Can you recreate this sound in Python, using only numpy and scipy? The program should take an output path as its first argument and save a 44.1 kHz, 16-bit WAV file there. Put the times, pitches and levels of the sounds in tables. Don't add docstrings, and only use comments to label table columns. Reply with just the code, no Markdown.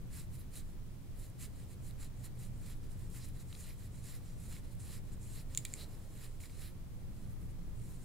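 import sys
import numpy as np
from scipy import signal
from scipy.fft import rfft, irfft, next_fast_len
from scipy.io import wavfile
from scipy.ndimage import uniform_filter1d, map_coordinates

SR = 44100
rng = np.random.default_rng(int(sys.argv[2]) if len(sys.argv) > 2 else 0)


def ratio(d):
    e = np.asarray(d, float) / 20
    return 10 ** e


def transcribe(u):
    v = np.clip(np.atleast_2d(u).T, -1, 1)
    q = np.round(v * 32767).astype(np.int16)
    wavfile.write(sys.argv[1], SR, q)


N = 354652


def unit(x):
    return x / np.sqrt(np.mean(x ** 2) + 1e-20)


def along(points, hz):
    point_hz, value = np.transpose(points)
    return np.interp(np.log(hz + 1), np.log(point_hz + 1), value)


def wobble(rate_hz):
    coarse = np.arange(0, N + 32, 32)
    knots = rng.standard_normal(int(N * 200 / SR) + 4)
    smooth = map_coordinates(knots, [coarse * min(rate_hz, 200) / SR])
    return np.interp(np.arange(N), coarse, smooth)


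def filtered(x, response):
    size = next_fast_len(x.shape[-1] + 8192)
    spectrum = rfft(x, size) * response(np.fft.rfftfreq(size, 1 / SR))
    return irfft(spectrum, size)[..., :x.shape[-1]]


def ringing(x, modes):
    def response(hz):
        total = 0
        for k, (centre_hz, width_hz, level_db) in enumerate(modes):
            damping = 1j * hz * width_hz
            total = total + (-1) ** k * ratio(level_db) * damping / (centre_hz ** 2 - hz ** 2 + damping)
        return total
    return filtered(x, response)


def rush(gain, alike):
    def mid_side(hz):
        angle = np.arccos(np.clip(along(alike, hz), -1, 1)) / 2
        return gain(hz) * [np.cos(angle), np.sin(angle)]
    mid, side = filtered(rng.standard_normal((2, N)), mid_side)
    return unit(np.array([mid + side, mid - side]))


def slips(scatter_db, clump_db):
    size = ratio(scatter_db * np.minimum(rng.exponential(size=N), 6))
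    clumps = ratio(clump_db * wobble(45) + clump_db * wobble(160))
    return unit(size * rng.standard_normal(N)) * clumps


def panned(x, pan_db):
    return x * ratio(np.array([[pan_db / 2], [-pan_db / 2]]))


# freq_hz [Hz], density_db [dB per Hz]
VENTILATION = [(4.1, -40), (7.0, 2), (25, 10), (38, -6.5), (59, -4), (93, -6), (124, -1), (155, -8),
               (209, -15.5), (230, -16), (267, -15.5), (386, -22.5), (631, -28.5), (749, -32.5),
               (2500, -41.5), (3250, -73), (5500, -120)]
# centre_hz [Hz], width_hz [Hz], lift_db [dB]
STANDING_WAVES = [(46.8, 21.4, 6), (77.4, 14, 5.5), (94, 11.5, 7), (120.3, 14.3, 6), (176.8, 17.6, 8),
                  (205.5, 11.3, 6.5), (252, 31, 2), (347, 5.2, 2.5)]
# freq_hz [Hz], density_db [dB per Hz]
FAR_TRAFFIC = [(150, -37), (280, -3), (450, -4), (700, -10), (1300, -19.5), (2500, -35)]
# freq_hz [Hz], likeness [0-1]
RUMBLE_ALIKE = [(10, .4), (25, .45), (70, .55), (130, .35), (290, .6), (640, .4), (1400, .33), (3000, .2)]
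# freq_hz [Hz], density_db [dB per Hz]
PREAMP_HISS = [(590, -16), (1000, -8), (1320, -11.5), (1620, -14), (2570, -12.5), (3090, -11.5),
               (3760, -12.5), (4740, -13.5), (8930, -14), (15700, -15.5)]
# freq_hz [Hz], likeness [0-1]
PREAMP_ALIKE = [(1500, 0.071), (3100, 0.045), (7000, 0.03), (15000, 0.04)]
VENTILATION_DB, TRAFFIC_DB, HISS_DB = -44.5, -70, -67
CAR_S, CAR_WIDTH_S, CAR_DB = 5.9, 0.3, 7


def background():
    def lift_db(hz):
        return sum(db / (1 + (2 * (hz - c) / w) ** 2) for c, w, db in STANDING_WAVES)
    air = rush(lambda hz: ratio(along(VENTILATION, hz) + lift_db(hz)), RUMBLE_ALIKE)
    traffic = rush(lambda hz: ratio(along(FAR_TRAFFIC, hz)), RUMBLE_ALIKE)
    hiss = rush(lambda hz: ratio(along(PREAMP_HISS, hz)), PREAMP_ALIKE)
    car_db = CAR_DB / (1 + ((np.arange(N) / SR - CAR_S) / CAR_WIDTH_S) ** 2)
    traffic_db = TRAFFIC_DB + 0.6 * wobble(1.44) + car_db
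    rumble = ratio(VENTILATION_DB + 1.1 * wobble(1.65)) * air + ratio(traffic_db) * traffic
    return panned(rumble, -0.34) + ratio(HISS_DB) * hiss


# freq_hz [Hz], t60_s [s]
ROOM_DECAY = [(1000, 0.29), (4000, 0.097), (8000, 0.11), (15000, 0.19)]


def room(x):
    hz, t, z = signal.stft(rng.standard_normal((2, SR // 3)), SR, nperseg=256)
    decay = ratio(-60 * t / along(ROOM_DECAY, hz)[:, None])
    tail = signal.istft(z * decay, SR, nperseg=256)[1]
    delayed = np.pad(x, (300, 0))[None]
    return signal.fftconvolve(delayed, tail / np.linalg.norm(tail[0]), axes=1)[:, :N]


SQUEAK_S, SQUEAK_LENGTH_S, SQUEAK_DB = 3.88, 0.62, -80.5
SQUEAK_HZ, SQUEAK_SAG_HZ = 5860, 30


def squeak():
    done = np.clip((np.arange(N) / SR - SQUEAK_S) / SQUEAK_LENGTH_S, 0, 1)
    pitch_hz = SQUEAK_HZ - SQUEAK_SAG_HZ * done + 22 * wobble(60)
    phase = 2 * np.pi * np.cumsum(pitch_hz) / SR
    swell = np.sqrt(np.abs(np.sin(np.pi * done)))
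    return swell * ratio(SQUEAK_DB + 3.5 * wobble(25)) * np.sin(phase)


# start_s [s], peak_db [dB]
SPRUNG_HAIRS = [(0.1284, -46), (0.2154, -45), (0.4074, -52), (1.2994, -43), (1.909, -39), (2.0453, -39),
                (2.0634, -51), (2.2538, -35), (3.1009, -41), (3.2874, -36), (3.2984, -53), (4.1514, -39),
                (4.751, -43.5), (5.0724, -56), (6.4035, -48), (7.3154, -57)]


def crackles():
    edges = np.zeros(N)
    start_s, peak_db = np.transpose(SPRUNG_HAIRS)
    edges[np.round((start_s + 0.001) * SR).astype(int)] = ratio(peak_db + 8)
    return panned(ringing(edges, [(7600, 2000, -2), (10800, 4000, 0)]), -1.2)


# middle_s [s], length_s [s], level_db [dB]
TIP_BITES = [
    (1.235, 0.092, -71),
    (2.26, .08, -71),
    (4.93, .13, -69),
    (5.38, 0.084, -65.5),
    (5.817, 0.087, -57.5),
    (6.653, 0.09, -64.5),
]
# pitch_hz [Hz], width_hz [Hz], level_db [dB]
TIP_NOTE = [(4080, 420, 0)]


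def bites():
    t, gain = np.arange(N) / SR, np.zeros(N)
    for middle_s, length_s, level_db in TIP_BITES:
        on = abs(t - middle_s) < length_s / 2
        gain[on] = ratio(level_db) * np.cos(np.pi * (t[on] - middle_s) / length_s)
    note = unit(ringing(slips(scatter_db=2.5, clump_db=1.1), TIP_NOTE))
    return panned(gain * note, -2)


# start_s [s], peak_db [dB], knock_db [dB], knock_hz [Hz], t60_s [s]
TANGLE_SNAGS = [
    (5.5489, -30, -9, 3400, .0035),
    (5.5577, -48, -14, 3000, .004),
    (5.5744, -19, -11, 3000, .0045),
    (5.5779, -28, -9, 3000, .008),
    (5.5860, -41, -9, 3000, .015),
    (5.6508, -26, -9, 2900, .004),
    (5.6523, -31, -9, 2500, .012),
    (5.6900, -49, -12, 3000, .003),
    (5.7315, -44, -18, 3000, .009),
    (5.7381, -26.5, -13, 6400, .006),
]
# start_s [s], peak_db [dB], knock_hz [Hz], t60_s [s], pan_db [left-right dB]
SMALL_CATCHES = [(1.9094, -51, 4000, .003, -1), (3.5270, -43, 3300, .012, 3), (3.5280, -52, 1300, .015, 0),
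                 (3.5503, -42.5, 3450, .011, 3), (3.7065, -49, 2300, .003, -1),
                 (4.5650, -48, 2200, .004, -1), (5.6545, -44, 3600, .035, -3),
                 (5.7381, -41, 2500, .005, -3), (6.4036, -49, 2400, .005, 0), (6.4365, -50, 2300, .008, 0),
                 (6.4965, -53, 2700, .004, 2)]
# centre_hz [Hz], width_hz [Hz], level_db [dB]
STRAND_SNAP = [(6830, 620, 2.5), (7580, 1150, -0.5), (9000, 700, -2.5), (11400, 1200, -15),
               (14700, 1200, -15)]
# centre_hz [Hz], width_hz [Hz], level_db [dB]
COMB_KNOCK = [(2200, 360, 0.5), (3280, 690, -0.5), (3970, 1030, 1.5), (5020, 560, -4.5)]
SNAG_PAN_DB, CATCH_KNOCK_DB = -3.5, -0.4
SNAG_FOCUS, CATCH_FOCUS = 0.55, 0.22


def snags():
    out, t = np.zeros((2, N + SR)), np.arange(SR // 20) / SR
    catches = [(*row, SNAG_PAN_DB, SNAG_FOCUS) for row in TANGLE_SNAGS]
    catches += [(s, db, CATCH_KNOCK_DB, *rest, CATCH_FOCUS) for s, db, *rest in SMALL_CATCHES]
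    for start_s, peak_db, knock_db, knock_hz, t60_s, pan_db, focus in catches:
        envelope = ratio(-60 * t / max(t60_s, 0.001)) * (1 - np.exp(-t / 0.00005))
        burst = envelope * rng.standard_normal((2, len(t)))
        burst[:, 4] += 5
        bright = ringing(ringing(burst[0], STRAND_SNAP), [(8300, 15000, 0)])
        knock = ringing(ringing(burst[1], COMB_KNOCK), [(knock_hz, focus * knock_hz, 0)])
        share = ratio(min(knock_db, 0))
        snap = np.sqrt(1.03 - share ** 2) * bright / np.abs(bright).max()
        snap = snap + share * knock / np.abs(knock).max()
        out[:, round(start_s * SR):][:, :len(t)] += ratio(peak_db) * panned(snap, pan_db)
    return out[:, :N]


# middle_s [s], length_s [s], swish_db [dB],
# press_db [dB], sheen_db [dB]
WRIST_FLICKS = [(0.175, 0.25, -59, 0.7, 0), (0.57, 0.19, -58, -0.5, -1), (1.227, 0.27, -66, -2, 0.1),
                (1.431, 0.16, -56, 0.1, -2), (1.715, 0.13, -66.5, -1.5, -2), (2.028, 0.19, -61.5, 0.3, -3),
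                (2.255, 0.1, -60, -1.5, 0.7), (2.429, 0.213, -61, -3.5, -4), (2.919, 0.1, -67.5, -2.1, -3),
                (3.409, 0.11, -65.5, 0, 0), (3.972, 0.23, -66.5, -2.5, -9), (4.136, 0.23, -65.5, 4.5, 4.5),
                (5.134, 0.078, -65.5, -6, -6), (5.544, 0.24, -66.5, 2, -3), (5.623, 0.19, -68, -3, -9),
                (5.713, 0.35, -66, 0, -6), (5.801, 0.25, -61.5, 3, -1.1),
                (0.345, 0.14, -67, -2, 2.5), (0.405, 0.14, -72, 3, 7), (0.695, 0.2, -77, -0.4, 0.1),
                 (2.77, 0.08, -76, -5, 0.1), (2.85, 0.15, -74.5, 4, -3), (3.17, 0.13, -64.5, 1, 3),
                 (3.615, 0.17, -61, -7, -6), (3.865, 0.07, -68, -7, -2), (3.02, 0.38, -71, 0.1, -5),
                 (3.36, 0.12, -71, 4, -1), (4.279, 0.3, -69.5, 1.1, -5), (4.66, 0.21, -75, 5.5, 0),
                 (4.725, 0.082, -70, -1, -1), (5.08, 0.22, -76.5, 5, 0), (5.94, 0.32, -72, 3.5, 1),
                 (6.04, 0.22, -72.5, 0.1, -4), (6.33, 0.47, -76.5, 1, -4), (6.543, 0.35, -68.5, -1, -6),
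                 (7.21, 0.34, -76, -0.5, -1), (7.313, 0.11, -76, -3, 6), (7.43, 0.2, -77, -8, 1.1),
                 (7.505, 0.08, -74, -12, -9), (7.9, 0.3, -74, -5, 3)]
# start_s [s], length_s [s], end_swish_db [dB], climb_db [dB], press_db [dB]
LONG_PULLS = [(1.413, 0.26, -59, 34, -0.5), (1.775, 0.17, -60.5, 5, 0), (2.124, 0.15, -66.5, 1.8, -3),
              (2.472, 0.29, -52.5, 33, -0.5), (3.07, 0.27, -67.5, -8.5, 3), (3.42, 0.352, -63.5, 3, 3),
              (3.71, 0.19, -58, 20, 1.5), (3.966, 0.18, -52, 17, 0.3), (4.316, 0.31, -57.5, 10, 0.1),
              (4.734, 0.28, -54, 16, 0.6), (5.143, 0.31, -56, 16.5, 0.2), (6.02, 0.28, -55.5, 21, 1.2),
              (6.536, 0.2, -67, -9.5, 7), (7.712, 0.8, -64.5, 7, -2)]
# start_s [s], length_s [s], end_swish_db [dB], climb_db [dB], press_db [dB]
SUDDEN_JERKS = [
    (4.79, 0.07, -66, -6, -3),
    (5.205, 0.11, -69.5, -6, -6),
    (6.394, 0.09, -63.5, -3.2, 3.5),
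]
REST_LEVELS_DB = [-86, -83, -87.5, -86]
FLICK_LAYERS_DB = [1.5, -6, -3.5, 0.8]
PULL_LAYERS_DB = [0.083, -1.75, -1.7, 1]
PULL_START_LACK_DB = [0.0, 14, 10, 11]
PRESSURE_GAIN = [0.0, 0.93, 0.72]
PULL_SHEEN_GAIN = 0.94
PULL_GRIP_S, PULL_LET_GO_S = 0.095, 0.089
JERK_GRIP_S, JERK_LET_GO_S = 0.012, 0.03


def efforts():
    def rise(x):
        return np.sin(np.pi / 2 * np.clip(x, 0, 1)) ** 2

    def column(values):
        return np.array(values)[:, None]

    t = np.arange(N) / SR
    power = ratio(column(REST_LEVELS_DB)) ** 2 * np.ones(N)
    for middle_s, length_s, swish_db, press_db, sheen_db in WRIST_FLICKS:
        on = slice(*np.searchsorted(t, [middle_s - length_s / 2, middle_s + length_s / 2]))
        bell = np.abs(np.cos(np.pi * (t[on] - middle_s) / length_s)) ** 4.2
        pressed_db = column([*np.multiply(PRESSURE_GAIN, press_db), sheen_db])
        power[:, on] += (bell * ratio(swish_db + column(FLICK_LAYERS_DB) + pressed_db)) ** 2
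    pulls = [(*row, PULL_GRIP_S, PULL_LET_GO_S) for row in LONG_PULLS]
    pulls += [(*row, JERK_GRIP_S, JERK_LET_GO_S) for row in SUDDEN_JERKS]
    for start_s, length_s, swish_db, climb_db, press_db, grip_s, let_go_s in pulls:
        on = slice(*np.searchsorted(t, [start_s, start_s + length_s]))
        since_s = t[on] - start_s
        edges = rise(since_s / grip_s) * rise((length_s - since_s) / let_go_s)
        lack_db = (climb_db + column(PULL_START_LACK_DB)) * (1 - since_s / length_s)
        pressed_db = column([*PRESSURE_GAIN, PULL_SHEEN_GAIN]) * press_db
        level_db = swish_db - lack_db + column(PULL_LAYERS_DB) + pressed_db
        power[:, on] += (edges * ratio(level_db)) ** 2
    return np.sqrt(power)


def patchy(x, patchy_db):
    z = signal.stft(x, nperseg=256)[2]
    field = uniform_filter1d(rng.standard_normal(z.shape[1:]), size=5, axis=0)
    field = uniform_filter1d(field, size=14, axis=1)
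    return signal.istft(z * ratio(patchy_db * unit(field)), nperseg=256)[1][:, :N]


# centre_hz [Hz], width_hz [Hz], level_db [dB]
STRAND_SLIP = [(7220, 610, -1), (8120, 490, 2), (8920, 1800, -3.5)]
# centre_hz [Hz], width_hz [Hz], level_db [dB]
SKIN_SCRAPE = [(1160, 430, -5.5), (1864, 420, 2), (2480, 1350, -5)]
# centre_hz [Hz], width_hz [Hz], level_db [dB]
TEETH_RING = [(2930, 1800, -17), (4050, 310, -0.5), (4600, 800, -4.5), (5300, 1180, -5.5)]
# centre_hz [Hz], width_hz [Hz], level_db [dB]
FIBRE_SHEEN = [(10160, 930, -6.5), (13300, 4500, -8), (14600, 1150, -3.5)]


def strokes():
    shared = slips(scatter_db=3, clump_db=1.1)
    # modes, pan_db, spread
    layers = [(STRAND_SLIP, -1.6, 0.25), (SKIN_SCRAPE, -2.4, 0.3),
              (TEETH_RING, -2, 0.2), (FIBRE_SHEEN, -0.8, 0.6)]
    out = np.zeros((2, N))
    for gain, (modes, pan_db, spread) in zip(efforts(), layers):
        own = slips(scatter_db=3.5, clump_db=2.0)
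        grains = 0.82 * shared + 0.59 * own
        near, far = ringing(np.array([grains, rng.standard_normal(N)]), modes)
        wide = spread * np.array([[1], [-1]]) * unit(far)
        out += gain * panned(unit(near) + wide, pan_db)
    muffled = filtered(out, lambda hz: 1 / (1 + (hz / 16000) ** 8))
    return patchy(muffled, patchy_db=1.3)


# freq_hz [Hz], lead_rad [radians]
LEFT_LEAD = [(5000, 0.0), (9500, -0.25), (12000, -0.6), (15800, -2.1)]


def ports(x):
    return filtered(x, lambda hz: np.exp(0.5j * along(LEFT_LEAD, hz) * [[1], [-1]]))


def scene():
    rubbing = strokes()
    snaps = snags() + crackles()
    answer = room(ratio(-15.5) * rubbing.mean(0) + ratio(-11) * snaps.mean(0))
    return background() + answer + squeak() + bites() + ports(rubbing + snaps)


def low_pass(x):
    return signal.sosfilt(signal.butter(12, 16660, fs=SR, output="sos"), x)


def record(dry):
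    limited = filtered(dry, lambda hz: np.where(hz < 15790, 1, ratio(-44)))
    return low_pass(limited)


dry = scene()
out = record(dry)
transcribe(out)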